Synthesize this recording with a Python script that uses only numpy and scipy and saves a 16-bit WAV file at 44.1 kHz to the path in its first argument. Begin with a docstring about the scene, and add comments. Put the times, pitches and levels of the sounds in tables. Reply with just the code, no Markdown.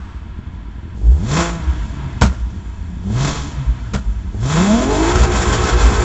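"""First a loud-exhaust six-cylinder car idles around the listener in the driver's seat, under a brief soft whirr.
Two blips follow, then a long pull held at the rev limit to the end. Uneven firings ring the pipe and gas rasps
with them; smooth firing tones and a bass drone fill the cabin, and the intake gasps and growls at each press.
Off throttle and at the limit fuel burns in the exhaust: decaying low tones as soft thumps, noise bursts with
booms as sharp bangs. A phone microphone rounds the peaks and drops the highest treble."""
import sys
import numpy as np
from scipy import signal
from scipy.fft import rfft, irfft, next_fast_len
from scipy.io import wavfile
from scipy.ndimage import uniform_filter1d, map_coordinates

SR = 44100
rng = np.random.default_rng(int(sys.argv[2]) if len(sys.argv) > 2 else 0)


def master_out(mix):
    """Clip the mix to full scale and print it as 16-bit PCM to the path in sys.argv[1]."""
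    frames = np.transpose(np.atleast_2d(mix))
    ceiling = np.clip(frames, -1, 1)
    pcm = np.round(ceiling * 32767).astype(np.int16)
    wavfile.write(sys.argv[1], SR, pcm)


N = 266364
T = np.arange(N) / SR


def undb(db):
    """Decibels to gain."""
    return 10 ** (np.asarray(db) / 20)


def unit(x):
    """Scale to rms 1."""
    return x / np.sqrt(np.mean(x ** 2))


def steady(x, size=6000):
    """Hold the running rms at 1, keeping the quick flutter."""
    return x / np.sqrt(np.abs(uniform_filter1d(x * x, size)) + 1e-12)


def walk(rate):
    """Smooth random wander with a spread near 1; a higher rate [Hz] wanders faster."""
    k = max(int(SR / rate), 2)
    once = uniform_filter1d(rng.standard_normal(N), k)
    return unit(uniform_filter1d(once, k))


def drift(x, share, rate):
    """Let the resonances of a noise wander in pitch by the given share."""
    return map_coordinates(x, [np.cumsum(1 + share * walk(rate))], mode="mirror")


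def lookup(hz, table):
    """The columns of a table at the given frequencies."""
    at, *columns = np.transpose(table)
    return [np.interp(hz, at, c) for c in columns]


def blend(load, loaded_db, coast_db):
    """Gain of a layer whose level under load takes over from its coasting level."""
    return np.hypot(load * undb(loaded_db), np.clip(1 - load, 0, 1) * undb(coast_db))


def colour(x, points, rings=()):
    """Causal minimum-phase filter with the given spectrum and added narrow resonances."""
    size = 2 * next_fast_len(N // 2 + 16384)
    f = np.arange(size // 2 + 1) * SR / size + 1e-3
    hz, db = np.transpose(points)
    cepstrum = irfft(np.log(undb(np.interp(np.log(f), np.log(hz), db))))
    # folding the cepstrum makes the filter causal
    cepstrum[1:size // 2] *= 2
    cepstrum[size // 2 + 1:] = 0
    peaks = 1 + sum(undb(g) / (1 + 1j * (f * f - c * c) / (f * w)) for c, w, g in rings)
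    return irfft(rfft(x, size) * np.exp(rfft(cepstrum)) * peaks)[:N]


def cabin(x, t60, wet_db):
    """Dense, short reflections smear each pulse in time and ripple its spectrum a little."""
    t = T[:SR // 4]
    tail = rng.standard_normal(len(t)) * np.exp(-np.log(1000) * t / t60)
    tail = signal.sosfilt(signal.butter(2, 400, "high", fs=SR, output="sos"), tail)
    size = next_fast_len(N + SR // 2)
    paths = 1 + undb(wet_db) * rfft(tail / np.linalg.norm(tail), size)
    # the square root softens the spectral ripple; the phase keeps the full smear
    ripple = unit(np.abs(paths) ** .5)
    return irfft(rfft(x, size) * ripple * np.exp(1j * np.angle(paths)), size)[:N]


# presses of the pedal: (touched [s], throttle wide [s], top speed reached [s], lifted [s],
# release before each layer's share [s], top firing rate [Hz], gas flow [dB], engine note [dB])
PRESSES = [(0.93, 1.165, 1.378, 1.39, .07, 169, 1.2, -1), (2.99, 3.085, 3.24, 3.255, .155, 144, 1.3, 1),
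           (4.29, 4.375, 5.14, 6.1, .1, 358, 0, 0)]
IDLE_HZ, HANG_HZ = 41, 86  # firing rate of the first idle, and where the revs settle after a blip
TIP_IN_HZ_PER_S = 118  # slow rise while the throttle is only cracked open
RUN_DOWN_S_PER_HZ = .0088  # the higher the blip, the longer the run-down


def firing_rate():
    """Each press lifts the revs gently, then steeply and evenly; after the lift the flywheel runs down in an S-curve."""
    hz = np.full(N, float(IDLE_HZ))
    for touched, wide, top_s, lifted, _, top_hz, *_ in PRESSES:
        start_hz = np.interp(touched, T, hz)
        tip_in_hz = start_hz + TIP_IN_HZ_PER_S * (wide - touched)
        climb = np.interp(T, [touched, wide, top_s], [start_hz, tip_in_hz, top_hz])
        run_down = np.clip((T - lifted) / (RUN_DOWN_S_PER_HZ * top_hz), 0, 1)
        after = climb - (top_hz - HANG_HZ) * np.sin(np.pi / 2 * run_down) ** 2
        hz = np.where(T < touched, hz, after)
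    return uniform_filter1d(hz, size=1500)


def throttle(strengths_db, attack_s, hold_s, release_share):
    """Load on the engine: it rises with each press, holds a moment past the lift and dies away."""
    total = 0
    for (touched, _, _, lifted, release_s, *_), db in zip(PRESSES, strengths_db):
        rise = np.clip((T - touched) / attack_s, 0, 1)
        fall = np.exp(-np.maximum(T - lifted - hold_s, 0) / (release_share * release_s))
        total = total + undb(db) * rise * fall
    return total


# the gas flow lingers after the lift; the engine note dies sooner
GAS_ATTACK_S, GAS_HOLD_S, GAS_RELEASE_SHARE = 0.14, 0.026, 0.93
NOTE_ATTACK_S, NOTE_HOLD_S, NOTE_RELEASE_SHARE = 0.13, 0.0086, 0.48
BURN_ON_S = .2  # the cylinders go on burning for this long after a lift


def firing_on():
    """Near 1 while a press makes the cylinders burn hard; 0 in the first idle, fading soon after each lift."""
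    return throttle([0] * len(PRESSES), GAS_ATTACK_S, BURN_ON_S, 1)


HUNT_S, HUNT_HZ = 5.315, 6.8  # the limiter lets the engine fire fully near this time, and again at this rate


def hunting(cut):
    """The limiter's cycle, deeper as it cuts: positive while the engine fires fully, negative while it cuts."""
    return cut ** 3 * np.cos(2 * np.pi * HUNT_HZ * (T - HUNT_S) + .3 * walk(5))


# cylinders in firing order: (strength [dB], lateness [share of the timing spread])
CYLINDERS = [(3, 0), (-3, 1.2), (-1, -.4), (1, -1.2), (0, .7), (-3, -.3)]


def firings(turns, cut, scatter_db, spread_s):
    """One pulse a firing, each with its own strength and delay; also the strength held over each firing."""
    k = turns.astype(int)
    at = np.flatnonzero(np.diff(k, prepend=-1))
    chance = rng.standard_normal((len(at), 2))
    cylinder = np.arange(len(at)) % len(CYLINDERS)
    strength_db, lateness = np.array(CYLINDERS)[cylinder].T
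    # towards the limit the first cylinder weakens, at most by about half
    weakened = 1 - 0.47 * cut[at] * (cylinder == 0)
    size = undb(strength_db + scatter_db * chance[:, 0]) * weakened
    late = np.broadcast_to(spread_s, N)[at] * SR * (lateness + .5 * chance[:, 1])
    pulses = np.zeros(N)
    pulses[np.clip(at + late.astype(int), 0, N - 1)] = size
    return pulses, size[k]


def opening_whirr(hz=1080, width_hz=450, db=-46, fade_s=0.24):
    """Band-passed noise: a soft mid-range whirr dies away in the first moments of the idle."""
    band = signal.lfilter(*signal.iirpeak(hz, hz / width_hz, fs=SR), rng.standard_normal(N))
    return undb(db) * unit(band) * np.exp(-(T / fade_s) ** 2)


# resonances of the tailpipe in the gas stream: (frequency [Hz], width [Hz], level before the flare [dB])
WHISTLES = [(3300, 300, -15), (5430, 130, -16), (7150, 300, -10)]


def whistles(rate=7, flare_db=4):
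    """Narrow resonances of the tailpipe flare and fade in the gas stream, each on its own."""
    out = 0
    for hz, width, db in WHISTLES:
        band = signal.lfilter(*signal.iirpeak(hz, hz / width, fs=SR), rng.standard_normal(N))
        out = out + undb(db) * unit(band * undb(flare_db * walk(rate)))
    return out


# exhaust under load, before a trim in the mix: (firing rate [Hz], pipe bark [dB], gas rasp [dB])
LOADED = [(55, -51, -56), (105, -43, -48.5), (125, -33.5, -37.5), (143, -27, -30.5), (156, -24, -30),
          (168, -20.5, -28.5), (200, -26.5, -31), (270, -27, -32), (315, -25.5, -31), (340, -20.5, -28.5)]
# throttle shut, bark and rasp again before the trim:
# (firing rate [Hz], pipe bark [dB], gas rasp [dB], firing tone [dB], its octave [dB])
COASTING = [(42.7, -48.5, -68, -56, -48), (81.4, -48, -59.5, -52.5, -41.5), (108, -46, -55, -39.5, -39),
            (137.5, -39, -55.5, -31.5, -37), (148.5, -42.5, -50.5, -49, -38.5), (170, -34, -49.5, -28, -36)]
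LIMIT_BARK_DB, LIMIT_RASP_DB = -4.5, -3.5  # change when the limiter cuts fully


def exhaust_levels(hz, cut):
    """Bark and rasp in dB: both follow engine speed and gas flow, and sag when the limiter cuts."""
    flow_dbs = [flow_db for *_, flow_db, _ in PRESSES]
    flow = throttle(flow_dbs, GAS_ATTACK_S, GAS_HOLD_S, GAS_RELEASE_SHARE)
    bark_db, rasp_db = lookup(hz, LOADED)
    coast_bark_db, coast_rasp_db, *_ = lookup(hz, COASTING)
    bark = blend(flow, bark_db + LIMIT_BARK_DB * cut ** 4, coast_bark_db)
    rasp = blend(flow, rasp_db + LIMIT_RASP_DB * cut ** 4, coast_rasp_db)
    return 20 * np.log10([bark, rasp])


# spectrum of the exhaust pipe: (frequency [Hz], density [dB per Hz])
PIPE = [(170, -31.5), (270, -1.5), (400, -5), (500, -1), (570, -7.5), (760, -9.5), (1000, -5.5),
        (1200, -7.5), (1600, -10), (2000, -12.5), (2600, -11.5), (3000, -20.5), (4000, -23), (8000, -42.5)]
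# standing waves of the pipe: (frequency [Hz], width [Hz], level against the spectrum [dB])
PIPE_RINGS = [(288, 30, 3), (340, 30, 0), (410, 50, 0), (670, 60, 6), (840, 45, 0), (1055, 70, -1),
              (1125, 50, -5), (1305, 45, 6), (1440, 60, 1), (1800, 30, -2), (2050, 60, -2), (2710, 40, -6),
              (3040, 60, -5)]
# valve gear and belts under the bonnet: (frequency [Hz], density [dB per Hz])
ENGINE_BAY = [(150, -6), (320, 0), (430, -14), (660, -6), (780, -6), (930, -1), (1150, -4), (1400, -3),
              (2000, -8), (3000, -11), (4000, -18), (8000, -36)]
# spectrum of the rasping gas, shared by the intake's hiss: (frequency [Hz], density [dB per Hz])
RASP = [(900, -6.5), (2200, -15), (3200, -0.5), (4800, -3.5), (6100, -2), (7300, -1.5), (7700, -9.5),
        (8500, -36.5)]
# narrow rings of the body panels: (frequency [Hz], width [Hz], level against the spectrum [dB])
PANEL_RINGS = [(430, 160, 5), (680, 47, -1.5), (970, 54, -6.5), (1340, 49, -3.5)]


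def exhaust(hz, turns, cut, hunt):
    """Each firing kicks the pipe and lets out a puff of turbulent gas; overtones flare in the pipe's resonances."""
    bark_db, rasp_db = exhaust_levels(hz, cut)
    # the faster the engine spins, the wider its timing scatters
    spread_s = np.interp(hz, [170, 230, 360], [.00015, .00019, .00032])
    pulses, size = firings(turns, cut, scatter_db=2.2, spread_s=spread_s)
    # the bark holds the overtones; the fundamental travels as a smooth wave of its own
    pulses = pulses - 1.7 * np.mean(size) * hz / SR * np.cos(2 * np.pi * turns)
    puff = 5.4 + np.exp(-(turns % 1) / 0.3)
    gas = np.sqrt(size) * puff * rng.standard_normal(N)
    roar = steady(drift(colour(gas, PIPE, PIPE_RINGS), share=.03, rate=9))
    bark = steady(colour(pulses, PIPE, PIPE_RINGS)) + (.36 + .5 * cut ** 3) * roar
    # off throttle the engine's mechanical whirr takes over from the bark
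    voiced = np.clip((bark_db + 46) / 13 * firing_on(), .15, .97)
    bay_noise = colour(rng.standard_normal(N), ENGINE_BAY, PANEL_RINGS)
    whirr = steady(drift(bay_noise, share=.015, rate=5))
    middle = steady(voiced * steady(bark) + (1 - voiced) * whirr)
    rasp = steady(steady(colour(gas, RASP, PANEL_RINGS)) + whistles())
    # the limiter lets the gas out in bursts
    sputter = undb(cut * (walk(25) + 2.2 * walk(110)) - 2 * hunt)
    mix = middle * undb(bark_db + 3.0) * np.sqrt(sputter) + rasp * undb(rasp_db + 1.83) * sputter
    return cabin(mix, t60=.08, wet_db=15)


# how loudly the firing tone and its octave carry into the cabin: (frequency [Hz], level [dB])
CARRY = [(41, -31), (60, -2), (67, -11), (82, -32.5), (104, -18.5), (120, -18), (145, -19.5), (180, -13.5),
         (201, -10), (226, -12.5), (244, -23.5), (295, -22), (345, -12), (410, -18.5), (470, -20),
         (550, -44), (650, -24), (750, -33), (840, -15), (950, -31)]
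# how loudly the side tones and overtones carry into the cabin: (frequency [Hz], level [dB])
TONE_CARRY = [(60, -30.5), (100, -38.5), (118, -27), (140, -28.5), (205, -22), (245, -31), (280, -31.5),
              (345, -38), (385, -24), (425, -23.5), (460, -31.5), (495, -39.5), (570, -49), (630, -23),
              (700, -31), (750, -33), (850, -28), (940, -27), (1010, -37), (1500, -53)]
# tones of unequal cylinders under load: (multiple of the cycle rate [ratio], level on top of the carry [dB])
SIDE_TONES = [(2, 0), (3, -3.5), (5, 1.5), (7, 6), (8, -2.5), (9, 1.5), (13, -2.5), (15, -3), (16, -2.5)]
# upper firing harmonics under load: (multiple of the firing rate [ratio], level on top of the carry [dB])
OVERTONES = [(3, -0.5), (4, -4)]
# tones of the lopsided cycle at the full cut: (multiple of the cycle rate [ratio], level [dB])
LOPE = [(1, -24.5), (2, -25), (3, -37), (7, -30), (8, -37.5), (13, -36.5), (16, -52), (18, -37.5),
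        (22, -38), (26, -35), (28, -44), (30, -45)]
OCTAVE_DB, LIMIT_NOTE_DB = -12.5, -14  # octave under load; change of the carried tones at the full cut
SIDE_FULL_HZ = 245  # firing rate at which the side tones reach full strength
RAGGED = .28  # quick scatter of the lesser tones, in strength [share] and phase [radians]
COAST_FLUTTER = .5  # extra unsteadiness with the throttle shut


def note(hz, turns, cut, load, hunt):
    """Smooth firing waves swell through the cabin's resonances; at the limit they pulse over a lopsided cycle's tones."""
    def carry_db(multiple, table=CARRY):
        return lookup(multiple * hz, table)[0] + LIMIT_NOTE_DB * cut ** 6

    coasting = np.clip(1 - load, 0, 1)
    overrun_db = -8 * np.clip(1 - firing_on(), 0, 1) * (hz > HANG_HZ)
    _, _, coast_tone_db, coast_octave_db = lookup(hz, COASTING)
    tone_gain = blend(load, carry_db(1.0), coast_tone_db) * (1 + hunt)
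    octave_gain = blend(load, carry_db(2.08) + OCTAVE_DB, coast_octave_db + overrun_db)
    tones = [(turns, tone_gain), (2 * turns, octave_gain)]
    cycle = len(CYLINDERS)
    side_rise = load * np.minimum(hz / SIDE_FULL_HZ, 1) ** 3
    for k, db in SIDE_TONES:
        gain = side_rise * undb(carry_db(round(k) / cycle, TONE_CARRY) + db)
        tones.append((round(k) * turns / cycle, gain))
    # the overtones break through between these firing rates [Hz]
    overtone_rise = load * np.interp(hz, (146, 166), (0, 1))
    for k, db in OVERTONES:
        tones.append((round(k) * turns, overtone_rise * undb(carry_db(round(k), TONE_CARRY) + db)))
    for k, db in LOPE:
        tones.append((round(k) * turns / cycle, cut ** 3 * undb(db) * (1 - 0.029 * hunt)))
    out, quick = 0, walk(61)
    for i, (phase, gain) in enumerate(tones):
        # every tone but the firing tone is ragged
        ragged = RAGGED * (i > 0) * (1 - cut ** 3 / 2)
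        slow_flutter = (.15 + .12 * cut + COAST_FLUTTER * coasting) * walk(22)
        flutter = np.abs(1 + ragged * np.roll(quick, rng.integers(N)) + slow_flutter)
        slow_waver = (.25 + .15 * cut + .3 * coasting) * walk(30)
        waver = slow_waver + ragged * np.roll(quick, rng.integers(N))
        out = out + gain * flutter * np.sin(2 * np.pi * (phase + rng.random()) + waver)
    return np.sqrt(2) * out


# low resonances of silencer and cabin: (frequency [Hz], density [dB per Hz])
DRONE = [(20, -9.5), (38, -26), (50, 7), (62, 4.5), (85, -4.5), (120, -10.5), (150, -16), (200, -10.5),
         (240, -19.5), (300, -20), (420, -30.5), (800, -67)]
# level at idle, rise per doubling of speed, change under load, change at the full cut
DRONE_DB, DRONE_DB_PER_OCTAVE, DRONE_LOAD_DB, LIMIT_DRONE_DB = -28.5, 2, 2, 3


def drone(hz, turns, cut, load):
    """Uneven combustion shakes the low resonances of silencer and cabin."""
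    pulses, _ = firings(turns, cut, scatter_db=5.5, spread_s=0.00091)
    uneven = signal.sosfilt(signal.butter(2, 25, "high", fs=SR, output="sos"), pulses)
    rumble = steady(colour(rng.standard_normal(N), DRONE))
    shake = .7 * steady(colour(uneven, DRONE)) + rumble
    speed_db = DRONE_DB_PER_OCTAVE * np.log2(hz / IDLE_HZ)
    db = DRONE_DB + speed_db + DRONE_LOAD_DB * load + LIMIT_DRONE_DB * cut ** 4
    return steady(shake) * undb(db)


# spectrum of the air box: (frequency [Hz], density [dB per Hz])
AIR_BOX = [(150, -35), (230, -17), (290, 3), (350, 3), (410, -0.5), (520, -11.5), (670, -13), (800, -8.5),
           (1500, -38)]
GROWL_DB, GASP_DB, GASP_LAG_S, GASP_S = -36, -58, .014, .03


def intake(hz, turns, cut, load):
    """Air gasps past the throttle as it opens, and the cylinders' gulps growl in the air box under load."""
    gulps, _ = firings(turns, cut, scatter_db=3, spread_s=.0003)
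    growl = steady(cabin(colour(gulps, AIR_BOX), t60=.07, wet_db=9))
    gasp = 0
    for touched, *_ in PRESSES:
        t = np.maximum(T - touched - GASP_LAG_S, 0) / GASP_S
        gasp = gasp + t * np.exp(1 - t)
    hiss = unit(colour(rng.standard_normal(N), RASP))
    return load * undb(GROWL_DB) * growl + gasp * undb(GASP_DB) * hiss


# soft afterburns: (time [s], pitch [Hz], peak level [dB])
THUMPS = [(1.652, 65, -8.5), (1.763, 55.2, -13.5), (2.391, 55, -12), (2.762, 53.3, -17.5),
          (3.562, 133.7, -17.5), (3.649, 54, -8.5), (4.04, 50, -11), (4.138, 53.7, -17),
          (4.247, 51.2, -17.5), (5.126, 62.3, -9.5), (5.164, 61.3, -2.5), (5.702, 60.2, -7),
          (5.813, 56.8, -2)]


def thumps(swell_s=0.045):
    """A slow burn in the silencer swells and dies in the cabin's bass resonance."""
    out = 0
    for s, hz, db in THUMPS:
        t = np.maximum(T - s, 0)
        swell = (t / swell_s) ** 2 * np.exp(1 - (t / swell_s) ** 2)
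        out = out + undb(db) * swell * np.sin(2 * np.pi * hz * t)
    return out


# backfires on the overrun and on the limiter: (time [s], crack level [dB], its treble against its body [dB],
# crack decay [s], boom pitch [Hz], boom level before it is halved in the mix [dB])
BANGS = [(2.2114, -15.5, 7, .009, 116, -5), (2.2177, -7.5, 1, 0.018, 67, 3),
         (2.236, -18, 0, 0.01, 114, -10), (2.252, -28, -7, 0.0099, 67.6, 0.5),
         (2.259, -26, 4.5, 0.0062, 193, -11.5), (2.296, -30.5, -12, .008, 65, -6),
         (3.934, -20.5, 4, 0.019, 197, -8.5), (3.942, -25.5, -2, 0.011, 62, -5.5),
         (3.951, -27, -5, 0.014, 130, -11.5), (5.15, -18.5, 4.5, 0.037, 122, -5.5),
         (5.197, -19.5, -13, 0.023, 120, -9), (5.337, -24, -5, .025, 201, -11),
         (5.636, -23, 8, 0.029, 207, -10), (5.843, -18.5, 2, 0.077, 261, -14)]
# spectrum of a crack: (frequency [Hz], density [dB per Hz])
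CRACK = [(60, -11), (130, 0), (205, 15.5), (290, 1.5), (420, 1), (680, -3.5), (1000, -1.5), (1500, -9.5),
         (2400, -11.5), (4500, -15), (7300, -15.5), (8500, -24)]
# rings of the silencer under a backfire: (frequency [Hz], width [Hz], level against the spectrum [dB])
SILENCER = [(665, 55, 2), (930, 160, -8), (1390, 90, 9), (1520, 70, 3), (1810, 62, 2)]


def bangs(boom_s=0.011, rise_s=0.00072, tail_s=0.079, tail_db=-25, treble_hz=2200):
    """Fuel explodes in the hot pipe: ragged bright and dull cracks ring the silencer, and the cabin booms."""
    body, edge, boom = 0, 0, 0
    for s, crack_db, treble_db, decay_s, boom_hz, boom_db in BANGS:
        t = np.maximum(T - s, 0)
        decay = np.exp(-t / decay_s) + undb(tail_db) * np.exp(-t / tail_s)
        blast = undb(crack_db) * (1 - np.exp(-t / rise_s)) * decay
        body = body + blast
        edge = edge + blast * undb(treble_db)
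        swell = t / boom_s * np.exp(1 - t / boom_s)
        boom = boom + undb(boom_db) * swell * np.sin(2 * np.pi * boom_hz * t)
    gas = rng.standard_normal(N) * undb(2.5 * walk(500) + 1.5 * walk(120))
    low, high = (signal.butter(3, treble_hz, kind, fs=SR, output="sos") for kind in ("low", "high"))
    crack = signal.sosfilt(low, body * gas) + signal.sosfilt(high, edge * gas)
    # the same gas without the blasts sets the reference level
    reference = np.std(colour(gas, CRACK, SILENCER))
    return colour(crack, CRACK, SILENCER) / reference + .5 * boom


# how far the limiter cuts, against engine speed: (firing rate [Hz], depth [0-1])
LIMITER_CUT = [(160, 0), (260, .6), (338, .65), (356, 1)]
HUNT_SWING = .007  # share by which the speed swings as the limiter hunts


def scene():
    """In the driver's seat: one crankshaft drives the engine layers; both channels carry the same sound."""
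    hz = firing_rate()
    note_dbs = [note_db for *_, note_db in PRESSES]
    load = throttle(note_dbs, NOTE_ATTACK_S, NOTE_HOLD_S, NOTE_RELEASE_SHARE)
    cut = lookup(hz, LIMITER_CUT)[0]
    hunt = hunting(cut)
    unsteady = HUNT_SWING * hunt + .008 * walk(25) + .005 * walk(70)
    turns = np.cumsum(hz * (1 + unsteady)) / SR  # counts firings
    car = opening_whirr() + exhaust(hz, turns, cut, hunt) + note(hz, turns, cut, load, hunt)
    car = car + drone(hz, turns, cut, load) + intake(hz, turns, cut, load) + thumps() + bangs()
    return np.array([car, car])


TOP_HZ = 7950  # upper edge of the microphone's band


def record(dry):
    """The phone's microphone rounds the loudest peaks and cuts steeply above its band."""
    rounded = dry / (1 + (dry / .83) ** 6) ** (1 / 6)
    return signal.sosfilt(signal.ellip(10, .2, 85, TOP_HZ, fs=SR, output="sos"), rounded)


dry = scene()
out = record(dry)
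master_out(out)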